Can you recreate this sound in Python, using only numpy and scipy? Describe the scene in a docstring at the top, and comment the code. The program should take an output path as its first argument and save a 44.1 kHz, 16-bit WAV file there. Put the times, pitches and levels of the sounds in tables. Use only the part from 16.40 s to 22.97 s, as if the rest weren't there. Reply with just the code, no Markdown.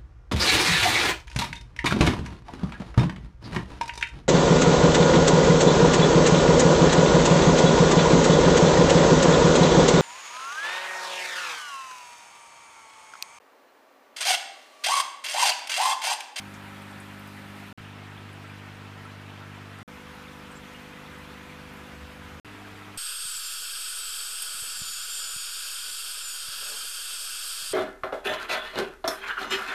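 """Mains-driven air pumps hum at multiples of about 50 Hz, as sums of cosines, at four fish tanks.
The microphone listens to each tank in turn, with a short silence between them.
Behind the hum lie the wash of aerated water (coloured noise), gurgling bubbles and fizz (short
ringing tones), spray ticks and squeaks (filtered clicks and noise), and two outlet pipes (resonant
noise). At the third tank there is also a low wavering rumble of narrow noise."""
import sys
import numpy as np
from scipy import signal
from scipy.fft import rfft, irfft, next_fast_len
from scipy.io import wavfile
from scipy.ndimage import uniform_filter1d

SR = 44100
rng = np.random.default_rng(int(sys.argv[2]) if len(sys.argv) > 2 else 0)


def wrap_up_sound(samples):
    """Save the sound to the file named by the first command line argument, as 16-bit audio."""
    columns = np.atleast_2d(samples).T
    # keep every value between -1 and 1, then stretch to whole-number steps
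    tamed = np.clip(columns, -1, 1)
    steps = np.round(tamed * 32767).astype(np.int16)
    wavfile.write(sys.argv[1], SR, steps)


N = 289911

# The tanks in listening order: start_s, end_s, mains_hz, stroke_delay_s, push_or_pull (+1 or -1)
TANK_VISITS = [(0, 1.328, 49.99, .002, 1), (1.3758, 3.4301, 50.0, 0, -1),
               (3.478, 5.9993, 50.006, .0179, -1), (6.0472, 6.6, 50.01, .0155, -1)]
# Pump harmonics, one list a tank: mains_multiple, level_db (rms)
PUMP_HARMONICS = [
    [(1, -67), (2, -50), (3, -57), (4, -49), (5, -55), (6, -56), (7, -68), (8, -61), (9, -75), (10, -73),
     (11, -62), (12, -72), (13, -70), (14, -68), (15, -70), (16, -70), (17, -68), (18, -67), (20, -72),
     (26, -64), (31, -73), (34, -72), (35, -68), (38, -71)],
    [(1, -68), (2, -47), (3, -53), (4, -55), (5, -56), (6, -60), (7, -65), (8, -68), (9, -64), (10, -69),
     (12, -73), (13, -72), (14, -75), (15, -69), (18, -65), (19, -72), (20, -73), (22, -71), (24, -71),
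     (26, -67), (32, -75), (33, -71), (36, -71), (37, -74)],
    [(1, -67), (2, -64), (3, -55), (4, -54), (5, -55), (6, -58), (7, -72), (8, -64), (9, -69), (10, -56),
     (11, -71), (12, -71), (14, -72), (15, -70), (18, -72), (20, -62), (22, -70), (24, -71), (28, -73),
     (31, -73), (35, -71)],
    [(1, -69), (2, -52), (4, -56), (5, -63), (6, -53), (8, -62), (9, -62), (13, -67), (18, -66), (22, -67)],
]
# Spectrum of the wash of water and air, one list a tank: frequency_hz, density_db_per_hz
WASH_SPECTRA = [
    [(22, -95), (43, -84), (95, -82), (180, -78), (350, -84.5), (580, -86), (780, -81), (1500, -80.5),
     (2500, -83.5), (4200, -92.5), (6300, -100), (8500, -100), (12000, -103), (15000, -106)],
    [(22, -88), (43, -87), (80, -82), (150, -78), (350, -82.5), (600, -84.5), (800, -82), (1500, -82),
     (2500, -84), (4200, -94), (6300, -101), (8500, -104), (12000, -108), (15000, -111)],
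    [(25, -100), (55, -74.5), (100, -85.5), (170, -77.5), (350, -83), (650, -86), (820, -81.5), (1500, -81),
     (2700, -84.5), (4600, -94.5), (5400, -96.5), (8500, -102), (12000, -104), (15000, -108)],
    [(22, -99), (43, -82), (95, -83), (190, -79), (400, -82.5), (580, -85), (800, -80.5), (1500, -81),
     (2500, -83.5), (4200, -93), (6300, -99), (8500, -101), (12000, -104), (15000, -109)],
]
# Course of the low rumble: time_s, level_db (rms), centre_hz
RUMBLE_COURSE = [(3.49, -58, 73.0), (3.59, -54.5, 76), (4.5, -61, 77), (4.62, -74, 71.4), (4.71, -54, 74),
                 (4.92, -55, 72.5), (5.18, -55, 81.5), (5.49, -55, 70.6), (5.64, -44, 74.8),
                 (5.69, -55, 74.6), (5.79, -50, 80.1), (5.99, -48, 80.1)]
# Spray ticks: start_s, snap_peak_db, low_edge_hz, high_edge_hz
SPRAY_TICKS = [(.1395, -41, 4600, 8660), (.4202, -45, 8000, 10500), (.511, -49, 8000, 9500),
               (.6008, -40, 7500, 10700), (.74, -51, 8000, 9200), (.795, -45, 12000, 15200),
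               (.8742, -43, 7800, 15200), (.965, -50, 8000, 13000), (1.268, -52, 11500, 13000),
               (1.929, -48, 9000, 11000), (2.075, -54, 7600, 8800), (2.097, -54, 9500, 15200),
               (2.651, -52, 8000, 11000), (3.3865, -49, 7000, 11000), (3.75, -51, 9500, 11500),
               (4.782, -52, 8500, 11500), (5.337, -49, 9500, 13000), (5.368, -51, 9500, 13000)]
# Squeaky hisses: start_s, length_s, level_db (rms before the fades), start_hz, end_hz, width_hz
SPRAY_SQUEAKS = [(4.102, .035, -61.5, 8700, 7900, 800), (4.147, 0.041, -59, 7300, 7500, 700)]
# Near bubbles: start_s, peak_db (before the rise and decay), pitch_hz
NEAR_BUBBLES = [(1.876, -41, 1300), (2.04, -41, 1350), (2.095, -42, 2366), (2.445, -44, 1330),
                (2.652, -36, 1330), (3.011, -41, 1350), (3.391, -41, 1370), (3.71, -48, 2770),
                (4.346, -41.5, 2850), (4.523, -44, 2510), (4.572, -45, 1985), (5.093, -42, 2355),
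                (6.412, -40, 1325)]
# Gurgling bubbles before the room tail: lowest_hz, highest_hz, rate_per_s, level_db (rms)
GURGLE = (650, 3385, 503, -58.5)
# Fizz of tiny bubbles before the room tail: lowest_hz, highest_hz, rate_per_s, level_db (rms)
FIZZ_BUBBLES = (6000, 14500, 16, -95)
# Air columns of the outlet pipes: resonance_hz, width_hz, level_db (rms)
OUTLET_PIPES = [(1325, 40, -63), (1485, 30, -65)]

EDGE_HZ = 15270  # upper limit of the recorded band
HUM_LAG_S, HUM_LAG_LASTS_S = .0032, .03  # after each silence the hum lags, then jumps ahead
PUFF_DB, PUFF_T60_CYCLES = -11, 390  # puff relative to its snap; decay in cycles of the low edge
GULP_RISE_S, GULP_T60_S = 0.0015, 0.094


def amp(db):
    """Level law: 20 dB is a factor of ten in amplitude."""
    return 10 ** (np.asarray(db) / 20)


def evened(x):
    """Normalization: division by the root mean square gives rms 1."""
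    return x / np.sqrt(np.mean(x ** 2) + 1e-20)


def add(mix, s, sound):
    """Superposition: a sound is summed into the mix from time s, in place."""
    part = mix[round(s * SR):][:len(sound)]
    part += sound[:len(part)]


def resonate(x, hz, width):
    """Resonance by heterodyning: shift hz down to zero, smooth, and shift back, at gain 1."""
    turn = np.exp(2j * np.pi * np.cumsum(hz * np.ones(len(x))) / SR)
    pole = np.exp(-np.pi * width / SR)
    smoothed = signal.lfilter([1 - pole], [1, -pole], x / turn + 1e-18)
    return 2 * (turn * smoothed).real


def whistle(count, hz, width):
    """Resonances in cascade: noise through two equal ones is a steep narrow band, rms 1."""
    once = resonate(rng.standard_normal(count), hz, width)
    return evened(resonate(once, hz, width))


def wash(count, spectrum, patchy_db=1.23, flicker_db=0.56, ripple_db=1.5):
    """Coloured noise: a shaped spectrum with drifting patches and a flicker shared by the treble."""
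    hz, t, z = signal.stft(rng.standard_normal(count + 2048), SR, nperseg=1024, noverlap=768)
    patches = uniform_filter1d(rng.standard_normal(z.shape), size=10, axis=0)  # over frequency
    patches = evened(uniform_filter1d(patches, size=8, axis=1))  # over time
    flicker = evened(uniform_filter1d(rng.standard_normal(len(t)), size=4))
    flicker = flicker * np.clip(hz / 6000, 0, 1)[:, None]
    varied = z * amp(patchy_db * patches + flicker_db * flicker)
    white = signal.istft(varied, SR, nperseg=1024, noverlap=768)[1]

    size = next_fast_len(len(white))
    bins = np.fft.rfftfreq(size, 1 / SR)
    f, db = np.transpose(spectrum)
    colour_db = np.interp(np.log(bins + 1), np.log(f), db, left=-110)
    # standing waves of the shop: narrow fixed peaks and dips that fade out in the treble
    ripple = evened(uniform_filter1d(rng.standard_normal(len(bins)), size=round(30 * size / SR)))
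    colour_db = colour_db + ripple_db * ripple / (1 + (bins / 2500) ** 2)
    # sqrt(SR / 2) brings unit white noise to 0 dB per Hz
    coloured = irfft(rfft(white, size) * np.sqrt(SR / 2) * amp(colour_db), size)
    return coloured[1024:1024 + count]


def rumble():
    """Narrow-band noise: one low resonance wavers in pitch and swells and sinks in level."""
    s, db, hz = np.transpose(RUMBLE_COURSE)
    t, out = np.arange(s[0], s[-1], 1 / SR), np.zeros(N)
    sound = whistle(len(t), np.interp(t, s, hz), 9)
    steadied = sound / np.sqrt(uniform_filter1d(sound ** 2, size=3000) + .1)
    add(out, s[0], evened(steadied) * amp(np.interp(t, s, db)))
    return out


def outlet_pipes():
    """Air-column resonance: each pipe selects a narrow band from noise."""
    return sum(amp(db) * whistle(N, hz, width) for hz, width, db in OUTLET_PIPES)


def room(x, t60=0.1, wet_db=-5):
    """Reverberation: sparse echoes of random sign die away by 60 dB in t60 seconds."""
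    count = SR // 3
    taps = rng.choice([-1., 1.], count) * (rng.random(count) < 3000 / SR)  # about 3000 per s
    taps = taps * amp(-60 * np.arange(count) / SR / t60)
    taps[:150] = 0  # gap before the first echo
    tail = signal.oaconvolve(x, taps / np.linalg.norm(taps))[:N]
    return x + amp(wet_db) * tail


def bubbles(low_hz, high_hz, per_s, db, cycles, spread_db):
    """Bubble oscillation: each rings a few cycles and rises in pitch as it nears the surface."""
    sizes = amp(spread_db * np.minimum(rng.exponential(1, N), 5))
    strikes = sizes * (rng.random(N) < per_s / SR)
    kind, out = rng.integers(0, 30, N), np.zeros(N)
    for k, hz in enumerate(np.geomspace(low_hz, high_hz, 30)):
        turns = np.arange(2000) * hz / SR
        envelope = (1 - np.exp(-turns)) * np.exp(-turns / cycles)
        ring = envelope * np.sin(2 * np.pi * turns * (1 + 0.00393 * turns))
        out += signal.oaconvolve(strikes * (kind == k), ring / np.linalg.norm(ring))[:N]
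    return amp(db) * evened(out)


def tick(db, low_hz, high_hz):
    """Impulse response: a band-limited snap, with a softer puff of spray that lasts longer if low."""
    t = np.arange(SR // 8) / SR
    band = signal.butter(3, [low_hz, min(high_hz, EDGE_HZ)], "band", fs=SR, output="sos")
    snap = signal.sosfilt(band, 1. * (t == 0))
    noise = evened(signal.sosfilt(band, rng.standard_normal(len(t))))
    puff = noise * amp(PUFF_DB - 60 * t * low_hz / PUFF_T60_CYCLES)
    return amp(db) * (snap / abs(snap).max() + puff)


def squeak(length, db, start_hz, end_hz, width):
    """Gliding resonance: a puff of narrow noise slides in pitch between two fades."""
    count = round(length * SR)
    glide_hz = np.linspace(start_hz, end_hz, count)
    return amp(db) * signal.windows.tukey(count, .6) * whistle(count, glide_hz, width)


def splashes():
    """Superposition of transients: the ticks and squeaks of spray at their times."""
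    out = np.zeros(N)
    for s, *settings in SPRAY_TICKS:
        add(out, s, tick(*settings))
    for s, *settings in SPRAY_SQUEAKS:
        add(out, s, squeak(*settings))
    return out


def gulps():
    """Damped oscillation: each near bubble is a short dying sine of steady pitch."""
    out, t = np.zeros(N), np.arange(SR // 10) / SR
    rise = 1 - np.exp(-t / GULP_RISE_S)
    for s, db, hz in NEAR_BUBBLES:
        add(out, s, amp(db - 60 * t / GULP_T60_S) * rise * np.sin(2 * np.pi * hz * t))
    return out


def hum(t, mains, delay, sign, harmonics):
    """Fourier series of one diaphragm stroke a mains cycle: low orders align, high ones scatter."""
    out = np.zeros(len(t))
    for k, db in harmonics:
        scatter = rng.standard_normal() * (.7 if k < 8 else 3)  # phase, radians
        wave = np.cos(2 * np.pi * k * mains * (t - delay) + scatter)
        out += sign * np.sqrt(2) * amp(db) * wave
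    return out


def scene():
    """Superposition: shared shop sounds plus each tank's hum and wash, with silence between tanks."""
    pipes = outlet_pipes()
    water = bubbles(*GURGLE, cycles=8., spread_db=3.3)
    water = water + bubbles(*FIZZ_BUBBLES, cycles=2.5, spread_db=2.5)
    shop = room(water + splashes()) + gulps() + pipes + rumble()
    out = np.zeros(N)
    for visit, harmonics, spectrum in zip(TANK_VISITS, PUMP_HARMONICS, WASH_SPECTRA):
        start, end, mains, delay, sign = visit
        at = np.arange(round(start * SR), min(round(end * SR), N))
        t = at / SR
        lagging = (start > 0) * (t < start + HUM_LAG_LASTS_S)
        pump = hum(t - HUM_LAG_S * lagging, mains, delay, sign, harmonics)
        out[at] = shop[at] + pump + wash(len(at), spectrum)
    return out[None]


def record(dry):
    """Band limitation: a linear-phase low-pass filter removes what lies above the edge."""
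    lowpass = signal.firwin(1023, EDGE_HZ, window=("kaiser", 9), fs=SR)
    return signal.oaconvolve(dry, lowpass[None], "same")


dry = scene()
out = record(dry)
wrap_up_sound(out)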